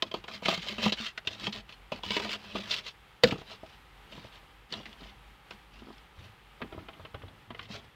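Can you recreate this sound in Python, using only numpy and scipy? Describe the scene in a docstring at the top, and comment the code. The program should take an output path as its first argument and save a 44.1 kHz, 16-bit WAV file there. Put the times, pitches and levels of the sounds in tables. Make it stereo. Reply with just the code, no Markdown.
"""Outdoors at a hive, wooden boards are slid, knocked and set down, a little to the right of a two-port microphone.
Each contact makes a crack of noise, a panel knock and a boom; dull bumps come alone or under a crack.
Slides are grainy noise for the scrape, wavering noise in the panels and plain noise booming in two boxes.
One board lands hard, edge after edge, rings in its own resonances and leaves a long ring.
Short echoes answer from nearby, over shaped noise for a far-off hiss and a low rumble."""
import sys
import numpy as np
from scipy import signal
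from scipy.fft import rfft, irfft, next_fast_len
from scipy.io import wavfile
from scipy.ndimage import uniform_filter1d, map_coordinates

SR = 44100
rng = np.random.default_rng(int(sys.argv[2]) if len(sys.argv) > 2 else 0)


def boost(x):
    """Linear amplitude factor 10**(x/20) for a level x in decibels (scalar or array-like)."""
    u = np.asarray(x, float) / 20
    return 10 ** u


def wav_out(sig):
    """Save sig, one row per channel (or a flat mono array), as 16-bit PCM at SR to the path in sys.argv[1]."""
    wavfile.write(sys.argv[1], SR, np.round(np.clip(np.atleast_2d(sig).T, -1, 1) * 32767).astype(np.int16))


N = 350595  # length of the scene in samples

# Surroundings and place of the boards over time. Each row: time in seconds, rumble level in dB, hiss level in dB,
# left level over right level of the handling in dB, delay of its sharp sounds at the left port in ms.
AROUND = [(0, -61.5, -55.5, -0.5, 0.27), (2.9, -64, -55.5, -1, 0.31), (3.3, -69, -56, -2, 0.26),
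          (3.8, -62.5, -54, -3.5, 0.23), (5.2, -60, -55, -2.5, 0.24), (6.6, -63.5, -54.5, -2, 0.11),
          (7.95, -65, -57.5, -0.5, 0.17)]
# The boom of the large box, then of the small one. Each row: pitch in Hz, width in Hz, level in dB.
BOX = [(104, 24, 0), (203, 20, 0)]
# Mostly the small box is handled, then mostly the large, duller one.
# Each row: time in seconds, share of the small box (0 to 1).
HANDLED = [(5.95, 0.86), (6.1, 0.056)]


def unit(x):
    """Scaled to an rms of 1."""
    return x / np.sqrt(np.mean(np.abs(x) ** 2) + 1e-20)


def along(points, hz):
    """Reads a curve of (Hz, value) points, with pitch on a log axis."""
    f, v = np.transpose(points)
    return np.interp(np.log(hz + 1), np.log(f + 1), v)


def curves(rows):
    """One value per sample for each column after the time."""
    s, *columns = np.transpose(rows)
    return np.array([np.interp(np.arange(N) / SR, s, column) for column in columns])


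def wobble(rate):
    """A smooth random curve, with this many random points a second."""
    points = rng.standard_normal(int(N * rate / SR) + 4)
    return map_coordinates(points, [np.arange(N) * rate / SR])


def filtered(x, response):
    """Shapes a sound by a response over pitch, scaled so that white noise keeps its power."""
    size = 2 * next_fast_len(N // 2 + SR // 4)  # room for the ringing after the end
    gain = unit(response(np.fft.rfftfreq(size, 1 / SR)))
    return irfft(rfft(x, size) * gain, size)[..., :N]


def modes(table):
    """Sum of resonances, each ringing only after it is pushed; every second one has its sign flipped."""
    def response(f):
        total = 0
        for k, (center, width, db) in enumerate(table):
            damping = 1j * f * width
            total = total + (-1) ** k * boost(db) * damping / (center * center - f * f + damping)
        return total
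    return response


def causal(points):
    """A filter with a given loudness curve over pitch that answers as early as possible (minimum phase)."""
    def response(hz):
        cepstrum = irfft(np.log(boost(along(points, hz)) + 1e-6))
        half = len(cepstrum) // 2
        cepstrum[1:half] *= 2
        cepstrum[half + 1:] = 0
        return np.exp(rfft(cepstrum))
    return response


def add(track, s, sound):
    """Mixes a sound in at a time in seconds."""
    part = track[..., round(s * SR):round(s * SR) + sound.shape[-1]]
    part += sound[..., :part.shape[-1]]


def burst(db, t60, rise):
    """A contact force that jumps up over rise seconds and falls by 60 dB in t60 seconds."""
    t = np.arange(SR // 4) / SR
    return boost(db - 60 * t / t60) * (1 - np.exp(-t / rise))


def boom(db, hz, t60):
    """The wood swings as a dying sine."""
    swing = np.sin(2 * np.pi * hz * np.arange(SR // 4) / SR)
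    return -burst(db, t60, rise=0.31 / hz) * swing


def spread(count):
    """Noise from along a board's edge: partly common to both ports, partly each port's own."""
    common, *own = rng.standard_normal((3, count))
    return 0.47 * common + 1.194 * np.array(own)


def patchy(x, depth_db):
    """Random patches of pitch and time get louder or softer, as the contact moves along the board."""
    z = signal.stft(x, nperseg=512)[2]
    field = rng.standard_normal(z.shape[-2:])
    field = uniform_filter1d(field, size=3, axis=0)  # neighbours in pitch
    field = uniform_filter1d(field, size=7, axis=1)  # neighbours in time
    return unit(signal.istft(z * boost(depth_db * unit(field)), nperseg=512)[1][..., :N])


def background():
    """Far hiss, alike at both ports only in the bass, over a low rumble; the hiss wavers."""
    # Colour of the hiss. Each row: pitch in Hz, level in dB.
    hiss_color = [(47, 2), (80, 0.5), (159, 0), (237, -9), (461, -6.5), (672, -12), (785, -1.5), (1090, -6),
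                  (1250, -2), (1430, -5.5), (2040, -5), (3170, -7), (6030, -25.5), (14300, -28),
                  (16000, -34)]
    # How alike the hiss is at both ports. Each row: pitch in Hz, likeness (1 the same, 0 unrelated, below 0 opposed).
    likeness = [(60, 0.9), (150, 0.86), (380, 0.82), (950, 0.21), (2380, -0.21), (5980, 0.081),
                (15000, -0.08)]

    def mid_and_side(hz):
        angle = np.arccos(np.clip(along(likeness, hz), -1, 1)) / 2
        return boost(along(hiss_color, hz)) * np.array([np.cos(angle), np.sin(angle)])

    rumble_db, hiss_db = curves(AROUND)[:2]
    mid, side = filtered(rng.standard_normal((2, N)), mid_and_side)
    hiss = boost(hiss_db - 1.0 + 1.07 * wobble(10)) * unit(np.array([mid + side, mid - side]))
    rumble_noise = rng.standard_normal(N) + 0.16 * rng.standard_normal((2, N))  # mostly common to both ports
    rumble = unit(filtered(rumble_noise, lambda f: modes([(49, 12, 0)])(f) ** 2))
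    return hiss + boost(rumble_db + 4.0) * rumble


def strokes():
    """Sliding wood catches and slips: grainy noise drives the grit, wavering noise the panel, plain noise the box."""
    # Slides. Each row: start in seconds, length in seconds, scrape level in dB,
    # weight resting on the box in dB over the scrape.
    slides = [(0.018, .08, -50, 0.5), (0.124, 0.068, -46, -2), (0.259, 0.13, -40, -9),
              (0.417, 0.18, -28.5, -22), (0.581, 0.2, -36, -13.5), (0.787, 0.12, -28, -10.5),
              (0.946, 0.16, -33, -35), (1.247, .13, -42, -6.5), (1.371, 0.13, -37, -8),
              (1.505, 0.098, -40, -3), (1.662, .09, -52.5, -25), (1.911, .085, -44, -3),
              (2.024, 0.06, -36.5, -2.5), (2.064, 0.15, -30, -17.5), (2.189, 0.1, -34, -4.5),
              (2.278, .09, -32, -15), (2.325, 0.5, -45.5, -5), (2.532, 0.073, -38, -2),
              (2.641, 0.18, -33, -17), (2.83, 0.06, -35, -28.5), (3.222, 0.081, -33.5, 3),
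              (3.276, 0.17, -49, -9), (3.433, 0.14, -45, -12), (3.567, 0.24, -57.5, -11),
              (4.082, 0.15, -50, -0.5), (4.192, .1, -51, -5), (4.29, 0.1, -51.5, -13),
              (4.685, .12, -42.5, -3.5), (4.787, 0.18, -52, -5), (4.951, 0.19, -51.5, -4.5),
              (5.49, 0.07, -56.5, 2), (5.7, 0.14, -54.5, -1.5), (5.814, 0.18, -57, -14),
              (6.146, 0.16, -54, 3.5), (6.589, 0.1, -76.5, 32), (6.675, 0.2, -61, 17),
              (6.877, 0.26, -64.5, 13), (7.122, 0.25, -70.5, 23), (7.347, 0.43, -71, 18.5),
              (7.557, 0.12, -52.5, -16), (7.678, 0.12, -41.5, -2), (7.799, 0.083, -60, 8)]
    panel_db, panel_feels = -7.5, 0.32  # panel hum in dB over the scrape; share of the weight's dB that reaches it
    linger_s = 0.0066  # how long the wood keeps rubbing
    power = np.zeros((3, N))
    for s, length, db, weight_db in slides:
        speed = np.sin(np.linspace(0, np.pi, int(length * SR)))  # the hand speeds up and slows down
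        over_scrape_db = np.array([[0], [panel_db + panel_feels * weight_db], [weight_db]])
        add(power, s, (boost(db + over_scrape_db) * speed) ** 2)
    keep = np.exp(-1 / (linger_s * SR))
    scrape, hum, drag = np.sqrt(signal.lfilter([1 - keep], [1, -keep], power))
    catches = (rng.random(N) < 400 / SR) * boost(2.6 * rng.exponential(size=N))  # about 400 a second
    crackle = 1.0 + signal.lfilter([1], [1, -np.exp(-1 / (0.003 * SR))], catches)  # each fades over 3 ms
    grit = unit(crackle * patchy(spread(N), depth_db=2.4))
    rub = unit(boost(2.2 * wobble(70) + 4.3 * wobble(250)) * rng.standard_normal(N))
    return scrape * grit, hum * rub, drag * rng.standard_normal(N)


def yard(x):
    """Nearby boxes and ground answer: short scattered echoes, new every third of a second."""
    # How fast the echoes die. Each row: pitch in Hz, time to fall by 60 dB in seconds.
    echo_decay = [(200, 0.15), (1500, 0.051), (8000, 0.036)]
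    out, step = np.zeros((2, N + SR)), SR // 3
    delay = 60  # samples
    for start in range(0, N, step):
        hz, t, z = signal.stft(rng.standard_normal((2, SR // 5)), SR, nperseg=128)
        z[1] = np.where(hz[:, None] < 600, z[0], z[1])  # long waves reach both ports alike
        fade = boost(-60 * t / along(echo_decay, hz)[:, None])
        tail = signal.istft(z * fade, SR, nperseg=128)[1]
        tail = tail / np.linalg.norm(tail[0])
        wet = signal.fftconvolve(x[None, start:start + step], tail, axes=1)
        out[:, start + delay:start + delay + wet.shape[1]] += wet
    return out[:, :N]


def knocks():
    """Each contact gives a force on the grit, a force on the panel and a boom pitched between the two boxes."""
    # Contacts. Each row: time in seconds, crack level in dB, panel knock in dB over the crack,
    # crack colour in Hz, time for the crack to fall by 60 dB in seconds.
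    contacts = [(0.0228, -12, -17.5, 3670, 0.022), (0.1138, -31.5, -11.5, 3140, 0.034),
                (0.1405, -28.5, 0, 3400, 0.047), (0.2398, -37.5, -3, 2740, 0.051),
                (0.2809, -29, -10, 1310, 0.053), (0.422, -43.5, 8, 3140, 0.04),
                (0.4564, -16, -12.5, 2290, 0.029), (0.4833, -15, -5.5, 2900, 0.022),
                (0.5234, -26, -3.5, 3000, 0.029), (0.7811, -32.5, -0.5, 2530, 0.17),
                (0.836, -21, -17, 4170, 0.025), (0.8613, -20, -2.5, 2980, 0.02),
                (0.9217, -19, -12, 4000, 0.068), (1.176, -23, -19, 1560, 0.04),
                (1.2491, -42.5, -6, 2450, 0.037), (1.272, -18, -18.5, 3220, 0.039),
                (1.4678, -20.5, -14, 3080, 0.032), (1.5258, -29, -39, 4080, 0.071),
                (1.692, -37, -12.5, 2940, 0.024), (1.724, -37, -19, 3200, 0.028),
                (1.919, -30, 2, 2720, 0.066), (2.0336, -28, -8.5, 2950, 0.035),
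                (2.1061, -18.5, -17, 3460, 0.023), (2.1654, -17, -10.5, 2290, 0.046),
                (2.1979, -25, -6, 2800, 0.029), (2.2912, -27.5, -10, 3130, 0.04),
                (2.5559, -29.5, -3, 2900, 0.053), (2.7086, -21, -34, 4160, 0.12),
                (3.308, -27.5, -16, 2610, 0.1), (4.122, -41, -6, 2670, 0.066),
                (4.724, -25, -14, 4100, 0.038), (4.7372, -26.5, -11.5, 3870, 0.028),
                (4.809, -42, -24, 3430, 0.036), (4.8553, -35, -15, 2120, 0.071),
                (4.928, -40, -16, 3360, 0.023), (5.0074, -42.5, -12, 3500, 0.027),
                (5.5076, -26.5, -16, 1260, 0.026), (6.604, -44.5, 1, 1250, 0.024),
                (6.6166, -25.5, -10, 1730, 0.047), (6.7226, -39, -4, 1240, 0.088),
                (6.7894, -36.5, -26, 1210, 0.035), (6.885, -32, -8, 1250, 0.049),
                (6.9313, -43, -14, 3070, 0.034), (6.9955, -46.5, 0, 1260, 0.058),
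                (7.049, -31.5, -13, 1190, 0.051), (7.144, -33.5, -3.5, 1270, 0.056),
                (7.219, -40, -26, 1310, 0.052), (7.2811, -43.5, -15, 3860, 0.026),
                (7.5041, -33.5, -6, 1250, 0.05), (7.547, -32, -13.5, 1290, 0.041),
                (7.592, -24, -22.5, 1320, 0.028), (7.613, -37.5, -14, 1270, 0.045),
                (7.6536, -40, -21, 3990, 0.032)]
    grit, (panel, low), small = np.zeros((2, N)), np.zeros((2, N)), curves(HANDLED)[0]
    for s, db, panel_db, hz, t60 in contacts:
        share = small[round(s * SR)]
        crack = burst(db - 5.5, t60, rise=0.00055) * spread(SR // 4)
        crack[:, 1] -= boost(db + 1.5)  # the first touch is one sharp push
        crack = 0.85 * crack + 2.2 * signal.lfilter(*signal.iirpeak(hz, 3.5, SR), crack)
        dull = signal.lfilter(*signal.butter(4, 3600, fs=SR), crack)  # the large box
        add(grit, s, share * crack + (1 - share) * dull)
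        knock = burst(db + panel_db + 1.0, t60=0.054, rise=0.000082) * rng.standard_normal(SR // 4)
        knock[1] -= boost(db + panel_db + 18.5)
        add(panel, s, knock)
        box_hz = share * BOX[1][0] + (1 - share) * BOX[0][0]
        add(low, s, boom(db + panel_db + 0.5, box_hz, t60=0.035))
    return grit, panel, low


def bumps():
    """Dull bumps, alone or under a crack: a soft push, a longer boom and a little panel noise."""
    # Bumps. Each row: time in seconds, push level in dB, boom in dB over the push, boom pitch in Hz.
    soft_bumps = [(0.578, -30.5, -10.5, 170), (0.784, -37, -2.5, 233), (0.86, -23, -2, 206),
                  (1.002, -35, -3.5, 218), (1.269, -46.5, 4, 92.5), (1.478, -30.5, -4, 209),
                  (2.106, -29.5, -5, 206), (2.552, -23.5, -22, 264), (3.252, -39.5, 12.5, 194.3),
                  (3.3205, -24.5, -21, 260), (3.325, -17, -18, 152), (3.356, -33, -27, 154),
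                  (3.386, -35, -9, 157), (3.415, -33.5, -17, 161), (3.633, -32.5, -31, 168),
                  (4.155, -41, -12, 120), (4.179, -37.5, -11, 162), (4.247, -36.5, -13, 118),
                  (4.43, -48, -22, 246), (4.802, -34.5, -20, 182), (5.019, -40.5, -11, 254),
                  (5.821, -40, -10, 252), (5.87, -39, -17, 264), (5.885, -36, -19, 266),
                  (5.903, -37, -26, 253), (6.177, -53, 9.5, 73.5), (6.622, -33, -3.5, 239),
                  (6.645, -36, -9, 236), (6.727, -36, -2, 101), (6.748, -33.5, -20, 251),
                  (6.778, -33, -0.5, 98), (6.997, -50.5, 9, 103), (7.143, -35, -6, 104),
                  (7.147, -51, -8, 244), (7.215, -47, -12, 241), (7.235, -37.5, -1.5, 98),
                  (7.505, -40, -5, 238), (7.703, -36, -5, 202)]
    panel, low = np.zeros((2, N))
    for s, db, boom_db, hz in soft_bumps:
        push = boom(db + 13, 358, t60=0.0059)  # barely two swings
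        add(low, s, push + boom(db + boom_db + 8.5, hz, t60=0.081))
        add(panel, s, burst(db - 0.5, t60=0.015, rise=0.0004) * rng.standard_normal(SR // 4))
    return panel, low


def slam():
    """A board set down hard: each edge crunches into its high modes and pushes its low ones."""
    # The edges landing one after another. Each row: time in seconds, blow level in dB.
    edge_blows = [(3.2354, -20.5), (3.2374, -16.5), (3.2415, -19), (3.2433, -35), (3.248, -54)]
    # Resonances of this board, the lid, three low and three high. Each row: pitch in Hz, width in Hz, level in dB.
    lid_modes = [(84, 60, -1), (183, 43, -2), (499, 78, 3.5), (1520, 920, -10), (2240, 1190, -4.5),
                 (4600, 1080, -9.5)]
    # The lid's long ring after landing: pitch in Hz, level in dB, time to fall by 60 dB in seconds.
    ring_hz, ring_db, ring_t60 = (495, -29, 0.3)
    force, (push, ring) = np.zeros((2, N)), np.zeros((2, N))
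    for s, db in edge_blows:
        blow = burst(db + 8.0, t60=0.0089, rise=0.00009) * spread(SR // 4)
        blow[:, 1] -= boost(db + 19)
        add(force, s, blow)
        push[round(s * SR)] = -boost(db + 23.5)
    add(ring, edge_blows[1][0], boom(ring_db, ring_hz, ring_t60))
    snap = boost(-0.5) * filtered(force, modes(lid_modes[3:]))
    thud = filtered(push + 0.44 * force.mean(0), modes(lid_modes[:3])) + ring
    return snap, thud


def boards():
    """Contacts, bumps and slides share the panels; the slammed lid rings on its own."""
    # Colour of scrapes and cracks. Each row: pitch in Hz, level in dB.
    grit_color = [(530, -29.5), (900, -29), (1040, -14.5), (1360, -12), (1790, -10), (2040, -7.5),
                  (2300, -9), (2570, -6), (3110, -4.5), (4680, -11), (8660, -34.5), (10500, -45),
                  (15100, -39), (16000, -42)]
    # Resonances of the boards. Each row: pitch in Hz, width in Hz, level in dB.
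    panel_modes = [(403, 165, 2), (670, 74, 6), (806, 52, 1.5), (989, 98, 2), (1250, 130, -1)]
    scrape, rub, drag = strokes()
    crack, knock, knock_low = knocks()
    bump, bump_low = bumps()
    snap, thud = slam()
    # dragging booms in both boxes, more in the small one early and in the large one late
    small = 0.14 + 0.5 * curves(HANDLED)[0]
    large_boom = filtered(drag * (1 - small), modes(BOX[:1]))
    small_boom = filtered(drag * small, modes(BOX[1:]))
    grit = filtered(crack + scrape, causal(grit_color)) + snap
    panel = filtered(knock + bump + rub, modes(panel_modes))
    return grit, panel + large_boom + small_boom + knock_low + bump_low + thud


def at_ports(left, right, lag_ms):
    """The left port, farther from the boards, hears later."""
    late = np.arange(N) - lag_ms * SR / 1000
    return np.array([map_coordinates(left, [late], order=5), right])


def scene():
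    """Boards direct and echoed, placed left or right, over the background."""
    behind = background()
    grit, body = boards()
    pan_db, lag_ms = curves(AROUND)[2:]
    # long waves come from the whole hive, nearer the front
    direct = at_ports(*grit, lag_ms) + at_ports(body, body, 0.577 * lag_ms)
    echoes = boost(-2.5) * yard(grit.mean(0) + 0.47 * body)
    return boost(-3.11) * (direct + echoes) * boost([pan_db / 2, -pan_db / 2]) + behind


def roll_off(x):
    """The treble ends steeply here."""
    return signal.sosfilt(signal.butter(12, 16470, fs=SR, output="sos"), x)


def record(dry):
    """The microphone weakens the deepest bass, below about 42 Hz; nothing from 15830 Hz up is kept."""
    heard = filtered(dry, lambda hz: (1j * hz / (42 + 1j * hz)) ** 2 * (hz < 15830))
    return roll_off(heard)


dry = scene()
out = record(dry)
wav_out(out)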